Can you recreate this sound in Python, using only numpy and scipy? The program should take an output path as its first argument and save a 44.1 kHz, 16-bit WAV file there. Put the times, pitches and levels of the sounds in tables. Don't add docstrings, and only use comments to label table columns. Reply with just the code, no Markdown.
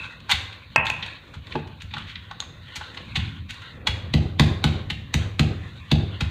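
import sys
import numpy as np
from scipy import signal
from scipy.fft import rfft, irfft
from scipy.io import wavfile

SR = 44100
rng = np.random.default_rng(int(sys.argv[2]) if len(sys.argv) > 2 else 0)


def voltage_ratio(level):
    return 10 ** (np.asarray(level, float) / 20)


def wav_out(sig):
    wavfile.write(sys.argv[1], SR, np.round(np.clip(np.atleast_2d(sig).T, -1, 1) * 32767).astype(np.int16))


N = 277830

# (time [s], boom [dB], knock [dB])
COUNTER_HITS = [(0.318, -27, -46), (0.767, -31, -33.5), (0.905, -41, -46), (1.353, -33.5, -48),
                (1.546, -47, -28.5), (1.826, -30.5, -73), (1.948, -48, -41), (2.159, -38, -55),
                (2.76, -37.5, -49), (3.161, -22.5, -34), (3.873, -21, -59), (4.138, -13.5, -15.5),
                (4.395, -13, -11.5), (4.64, -16, -17), (4.901, -29.5, -35.5), (5.141, -15.5, -23),
                (5.393, -16, -15), (5.916, -14, -14), (6.207, -18.5, -29)]
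# (frequency [Hz],
# level [dB per Hz])
GRIT_COLOUR = [(290, -12), (500, -23.5), (740, -21), (773, -7), (1210, -7), (1570, -3), (2190, -3),
               (2460, -3.5), (3200, -4.5), (3680, -2), (4400, -11.5), (5310, -25.5), (6600, -22.5),
               (10100, -38), (16000, -50)]


def rms_one(x):
    return x / np.sqrt(np.mean(x ** 2) + 1e-20)


def at_hz(points, hz):
    table_hz, values = np.transpose(points)
    return np.interp(np.log(hz), np.log(table_hz), values)


def low_pass(x, order, hz):
    return signal.sosfilt(signal.butter(order, hz, fs=SR, output="sos"), x)


def band(x, low_hz, high_hz):
    return rms_one(signal.sosfilt(signal.butter(3, [low_hz, high_hz], "band", fs=SR, output="sos"), x))


def colour(x, spectrum):
    hz = np.maximum(np.fft.rfftfreq(len(x), 1 / SR), 1)
    return irfft(rfft(x) * voltage_ratio(at_hz(spectrum, hz)), len(x))


def drift(rate_hz):
    r = np.exp(-2 * np.pi * rate_hz / SR)
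    wander = signal.lfilter([1], [1, -2 * r, r * r], rng.standard_normal(N + SR))
    return rms_one(wander[SR:])


def strike(times, levels_db, hz, t60):
    clicks = np.full(N + SR, 1e-18)
    at = np.round((np.asarray(times) + 0.5) * SR).astype(int)
    np.add.at(clicks, at, voltage_ratio(levels_db))
    r = voltage_ratio(-60 / (t60 * SR))
    w = 2 * np.pi * hz / SR
    ringing = signal.lfilter([0, np.sin(w)], [1, -2 * r * np.cos(w), r * r], clicks)
    return ringing[SR // 2:][:N]


def grains(per_s, spread_db):
    sizes = voltage_ratio(spread_db * np.minimum(rng.exponential(1, N), 5))
    signs = rng.choice([-1, 1], N)
    return sizes * signs * (rng.random(N) < per_s / SR)


def crunch():
    # (time [s], crunch peak [dB], dull part [dB], bright part [dB], length [ms])
    blows = [(0.293, -15, -0.5, -14, 6.6), (0.301, -16, -4.5, -12, 8.2), (0.3114, -5, -10.5, -10.5, 8.7),
             (0.3183, -7, -9.5, -30, 5.7), (0.8667, -13.5, -21, -15, 4.1), (0.8998, -22.5, 3, -2.5, 2.3),
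             (1.0255, -18.5, -11, -36, 6.9), (1.3394, -31.5, 0, -13.5, 10.3),
             (1.938, -21.5, -4.5, -23, 6.6), (2.073, -31.5, -29, -18, 36), (2.4033, -19.5, -2.5, -10, 1.13),
             (2.7562, -22, -10, -6, 11.6), (3.1543, -12, -8, -16.5, 12.7), (3.4926, -27, -12.5, -15, 18),
             (3.8696, -4.5, -4, -15, 6.6), (4.1379, -6.5, -7.5, -13.5, 3.6), (4.396, 3.5, -3.5, -13, 3.12),
             (4.6405, -5.5, -3.5, -10.5, 4), (4.901, -14, -9, -15, 6.4), (5.1402, -6.5, -8, -7.5, 3.5),
             (5.3942, -4.5, -2.5, -12, 3.6), (5.9143, -8, -6, -13, 5.1), (6.2063, -10.5, -5, -16, 6.9)]
    # (time [s], peak [dB], dull part [dB], bright part [dB])
    snaps = [(0.0438, -27.5, -3.5, -31), (0.2035, -42.5, -11, -13), (0.5286, -27.5, -23, -19),
             (0.855, -26, -16, -6), (0.883, -21, -17, -15), (1.0624, -23, -1, -14), (1.4697, -36, -15, -16),
             (1.5227, -24, -18, -34), (1.555, -28.5, 4.5, -28), (1.6765, -46, -9, -8.5),
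             (1.807, -29.5, -10, -21), (1.82, -27, -33, -9.5), (1.912, -36, -10, -41), (1.968, -32, 6, -19),
             (1.982, -23, -2, -16), (2.1562, -23, -23, -49), (2.3117, -25.5, 3.5, -21),
             (2.4236, -33, 3.5, -29), (2.6814, -49, -2, -35), (2.812, -32, 6.5, -32),
             (2.9467, -31, -1, -14), (2.9734, -19.5, -3.5, -24), (3.507, -27, -14, -7),
             (3.5433, -39, -7, -5), (3.621, -35.5, -24, -12), (4.389, -38, -18, -36),
             (5.9057, -34, -25, -44)]
    # (level [dB], t60 [s])
    afterglow = [
        (-16.5, 0.14),
        (-23.5, 0.5),
        (-21, 0.51),
    ]
    snap_ms = 3.7
    edges_hz = [(500, 1908), (1500, 5330), (5200, 15100)]
    near = colour(grains(9000, spread_db=3.5), GRIT_COLOUR)
    far = colour(grains(20000, spread_db=-0.5), GRIT_COLOUR)

    t = np.arange(-SR // 20, SR // 10) / SR
    shapes = np.zeros((3, N + SR))
    for s, peak_db, dull_db, bright_db, ms in blows + [(*snap, snap_ms) for snap in snaps]:
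        squeeze_db = -25 - 0.6 * peak_db
        u = np.maximum(t, 0) / (ms / 1000)
        crack = (u * 2.14) ** 1.61 * np.exp(1 - u * 2.648)
        swell = crack + voltage_ratio(squeeze_db) * np.exp(-np.abs(t) / 0.0039)
        i = round((s - 0.0006) * SR)
        strengths = voltage_ratio([dull_db, 0, bright_db]) * voltage_ratio(peak_db - 4)
        shapes[:, i:i + len(t)] += np.outer(strengths, swell)
    shapes = shapes[:, SR // 20:][:, :N]

    grit, glow = 0, 0
    t = np.arange(SR) / SR
    for shape, edge, (db, t60) in zip(shapes, edges_hz, afterglow):
        fading = reflections(t) ** 2 * voltage_ratio(-120 * t / t60)
        energy = signal.fftconvolve(shape ** 2, fading)[:N] / (SR / 250)
        grit = grit + shape * band(near, *edge)
        glow = glow + voltage_ratio(db) * np.sqrt(np.abs(energy)) * band(far, *edge)
    return grit, glow


def counter():
    # (frequency [Hz], level [dB], t60 [s], arrival [ms])
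    boom = [(63, -17, .9, 5.5), (73, 5, .2, 17.5), (86, -6, 1.0, 13.5), (90, 3, .035, 8.1),
            (90, 2, .035, 19.2), (104, -6, 1.1, 12.9), (129, -4, .12, 12.2)]
    # (frequency [Hz], level [dB], t60 [s], arrival [ms])
    knock = [(148.9, 4.5, 0.35, 5.93), (181.2, -14.5, 0.9, 9.7), (219.4, -0.5, 0.3, 5.83),
             (238.3, -4.5, 0.14, 5.48), (265, -7, 0.028, 3.18), (310, -17, 0.56, 5.92),
             (354.3, -20.5, 0.75, 4.72), (409, -19.5, 0.52, 2.56), (532, -5.5, 0.017, 1.86),
             (650, -11, 0.034, 0.82)]
    # (time after the blow [ms], level [dB])
    rocking = [
        (72.5, -1),
        (117.5, 5.5),
    ]
    s, boom_db, knock_db = np.transpose(COUNTER_HITS)
    out = -sum(strike(s + ms / 1000, boom_db + db, hz, t60) for hz, db, t60, ms in boom)
    out = out - sum(strike(s + ms / 1000, knock_db + db, hz, t60) for hz, db, t60, ms in knock)
    out = out - sum(strike(s + ms / 1000, knock_db + db, hz=138, t60=0.029) for ms, db in rocking)
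    out = out + strike(s + 3.84 / 1000, knock_db - 7.5, hz=145, t60=0.042)
    pitches_hz = rng.uniform(259, 868, 40)
    lags_s = rng.uniform(0.0033, 0.01204, 40)
    lucks_db = rng.normal(0, 1.46, (40, len(s)))
    for hz, lag, luck in zip(pitches_hz, lags_s, lucks_db):
        out = out + strike(s + lag, knock_db - 31 + luck, hz, t60=203 / hz)
    return low_pass(out, 2, 900)


def stone():
    # (time [s], level [dB], share of free ring time, gain of the bowl modes [dB])
    clinks = [
        (-.03, -24, 2.1, -6),
        (0.76, -9.5, 0.92, 3.5),
        (.9018, -15, 0.27, -5),
        (1.555, -31, 0.39, -2),
    ]
    # (frequency [Hz], level [dB], t60 [s])
    modes = [(684, -4.5, 0.019), (895, 1, 0.026), (1015, 4.5, 0.016), (1313, 3.5, 0.019),
             (1603, -3.5, 0.041), (1853, 4.5, 0.022), (2130, -6, 0.052), (2557, -3, 0.16), (2592, 4, 0.045),
             (2650, -3, 0.099), (2770, -8, 0.066), (4850, -6.5, 0.018), (5600, -1, 0.0094),
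             (8000, -16, 0.034)]
    pestle_from_hz, touch_s = 2300, 0.0004
    luck = rng.normal(0, 1.2, (len(clinks), len(modes)))
    t = np.arange(2 * SR) / SR
    out = np.zeros(N)
    for (s, level_db, free, bowl_db), strengths_db in zip(clinks, luck):
        age = np.maximum(t - s, 0)
        rise = 1 - np.exp(-age / touch_s)
        for (hz, db, t60), own_db in zip(modes, strengths_db):
            start_db = level_db + db + own_db + bowl_db * (hz < pestle_from_hz)
            fade = voltage_ratio(start_db - 60 * age / (t60 * free))
            out[:2 * SR] += fade * np.sin(2 * np.pi * hz * age) * rise
    return out


def tock():
    # (frequency [Hz], level [dB], t60 [s])
    modes = [(153, -23, .15), (236, -3, 0.13), (365, -2, 0.11), (443, -6, 0.15), (614, 2.5, 0.019),
             (716, -4, 0.022), (877, 0.5, 0.048), (940, -14, 0.07)]
    start_s, level_db, lag_cycles = 1.5525, -20, 1.61
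    return -sum(strike([start_s + lag_cycles / hz], level_db + db, hz, t60) for hz, db, t60 in modes)


def shard():
    # (frequency [Hz], level [dB], t60 [s])
    modes = [(3645, 2, .04), (3730, 0, 0.047), (4080, 5, 0.022), (6530, 2.5, 0.022), (6680, -2, 0.028),
             (6770, -6, 0.025), (7300, -11, .03)]
    start_s, level_db = 2.4035, -27.5
    return sum(strike([start_s], level_db + db, hz, t60) for hz, db, t60 in modes)


def grinding():
    # (middle [s], scrape [dB], half length [s], fine grit from scrape [dB], dull hum from scrape [dB])
    drag_table = [(0.0, -38, 0.098, -10, -14), (0.406, -51.5, 0.28, -15, -2.5),
                  (1.085, -41, 0.1, -11.5, -11.5), (1.296, -58, 0.084, -5, 5.5),
                  (1.539, -40.5, 0.065, -9, -7), (2.001, -39.5, 0.054, -13, -23),
                  (2.318, -55.5, 0.18, -12, -14), (2.76, -42.5, 0.11, -12, -15.5),
                  (2.518, -59.5, 0.09, -1, 9), (2.985, -50.5, 0.11, -8, 1), (3.216, -41.5, 0.12, -11, -35),
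                  (3.644, -45, 0.1, -11, -22), (3.912, -60.5, 0.18, -18, 17), (4.08, -64, 0.11, -19, -5),
                  (4.72, -41, 0.098, -30, -6.5), (5.217, -44, 0.087, -20, 1.5),
                  (5.726, -53.5, 0.23, -5, -10), (6.196, -42, 0.094, -14, -17)]
    # (time [s], level [dB])
    lean = [(0, -44), (.4, -42.5), (.6, -49), (.9, -35), (1.2, -45), (1.4, -41.5), (1.7, -37.5),
            (1.88, -43.5), (2.0, -34), (2.12, -43.5), (2.45, -38.5), (2.74, -49), (3.2, -35), (3.65, -42),
            (3.85, -38.5), (4.2, -33.5), (5.6, -39.5), (6.3, -41.5)]
    # (frequency [Hz], level [dB per Hz])
    rumble = [(15, -63), (25, -8), (94, 5), (202, -7), (249, -10), (426, -20), (492, -15), (659, -22.5),
              (897, -30.5), (1200, -24), (1560, -19), (2640, -120)]
    t = np.arange(N) / SR

    scrape, fine, drag_hum = voltage_ratio(-53.5), voltage_ratio(-64), 0
    for s, db, half, fine_db, hum_db in drag_table:
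        drag = voltage_ratio(db) * np.exp(-((t - s) / half) ** 2)
        scrape = scrape + drag
        fine = fine + drag * voltage_ratio(fine_db)
        drag_hum = drag_hum + drag * voltage_ratio(hum_db)

    lean_db = np.interp(t, *np.transpose(lean))
    rest_hum = voltage_ratio(-61.5 + 0.6 * (lean_db - lean_db.mean()))
    rattle_db, rattle_peak_s = -29.5, 0.078
    rattle_power = 0
    for s, _, knock_db in COUNTER_HITS:
        u = np.maximum(t - s, 0) / rattle_peak_s
        rattle_power = rattle_power + (voltage_ratio(knock_db + rattle_db) * u * np.exp(1 - u)) ** 2
    hum = rest_hum + np.sqrt(rattle_power) + drag_hum

    grit = colour(grains(5000, spread_db=0), GRIT_COLOUR) * voltage_ratio(1.7 * drift(8.6))
    edges_hz = np.geomspace(1000, 4500, 7)
    squish = 0
    for pair in zip(edges_hz, edges_hz[1:]):
        cut = signal.butter(2, pair, "band", fs=SR, output="sos")
        squish = squish + signal.sosfilt(cut, grit) * voltage_ratio(2.1 * drift(6))
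    squish = rms_one(squish)

    low = colour(rng.standard_normal(N), rumble)
    shudder = voltage_ratio(lean_db) * band(low, 34, 316) * voltage_ratio(2 * drift(2.3))
    shudder = shudder + hum * band(low, 273, 1170) * voltage_ratio(1.8 * drift(30))
    return scrape * squish + fine * band(grit, 3940, 11600) + shudder


def reflections(t):
    # (delay [ms], level over the tail [dB])
    echoes = [
        (9.0, 4.5),
        (21.0, 1),
        (38.0, 0.5),
        (58.0, -3.5),
        (77.0, -1),
    ]
    lumps_db = sum(db * np.exp(-((t - ms / 1000) / 0.0043) ** 2) for ms, db in echoes)
    return voltage_ratio(lumps_db) * (1 - np.exp(-(t / 0.00063) ** 2))


def kitchen(x, gap_s):
    # (frequency [Hz], t60 [s])
    room_t60 = [(300, 0.39), (1000, 0.71), (2500, 0.55), (6400, 0.38), (14000, 0.19)]
    t = np.arange(SR) / SR
    tail = 0
    for hz in 250 * 2 ** np.arange(0, 6, 0.5):
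        noise = band(rng.standard_normal(SR), hz, hz * np.sqrt(2)) * np.sqrt(hz)
        tail = tail + noise * voltage_ratio(-60 * t / at_hz(room_t60, hz))
    tail = tail * reflections(t) * (1 - np.exp(-(t / gap_s) ** 4.8))
    return signal.fftconvolve(x, tail / np.sqrt(np.sum(tail ** 2)))[:N]


def hiss():
    return voltage_ratio(-80) * band(rng.standard_normal(N), 8200, 15600)


def scene():
    grit, glow = crunch()
    slab, foot = counter(), tock()
    ring, chink = low_pass(stone(), 2, 8000), low_pass(shard(), 2, 8000)
    dull_ring = low_pass(ring, 6, 3100)
    to_room = voltage_ratio(-8) * grit + voltage_ratio(-2.5) * slab + voltage_ratio(-7.5) * foot + voltage_ratio(-10.5) * chink
    room = kitchen(to_room, gap_s=0.00033)
    room = room + kitchen(voltage_ratio(-7.5) * dull_ring, gap_s=0.013)
    mix = grit + glow + ring + slab + foot + chink + room + grinding() + hiss()
    return mix[None]


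def roll_off(x):
    return signal.sosfilt(signal.butter(12, 16400, fs=SR, output="sos"), x)


def record(dry):
    heard = signal.sosfilt(signal.butter(2, 48, "high", fs=SR, output="sos"), dry)
    heard = heard + voltage_ratio(8) * signal.lfilter(*signal.iirpeak(15400, 14, fs=SR), heard)
    heard = signal.sosfilt(signal.cheby2(14, 60, 16150, fs=SR, output="sos"), heard)
    return roll_off(0.71 * np.tanh(heard / 0.85))


dry = scene()
out = record(dry)
wav_out(out)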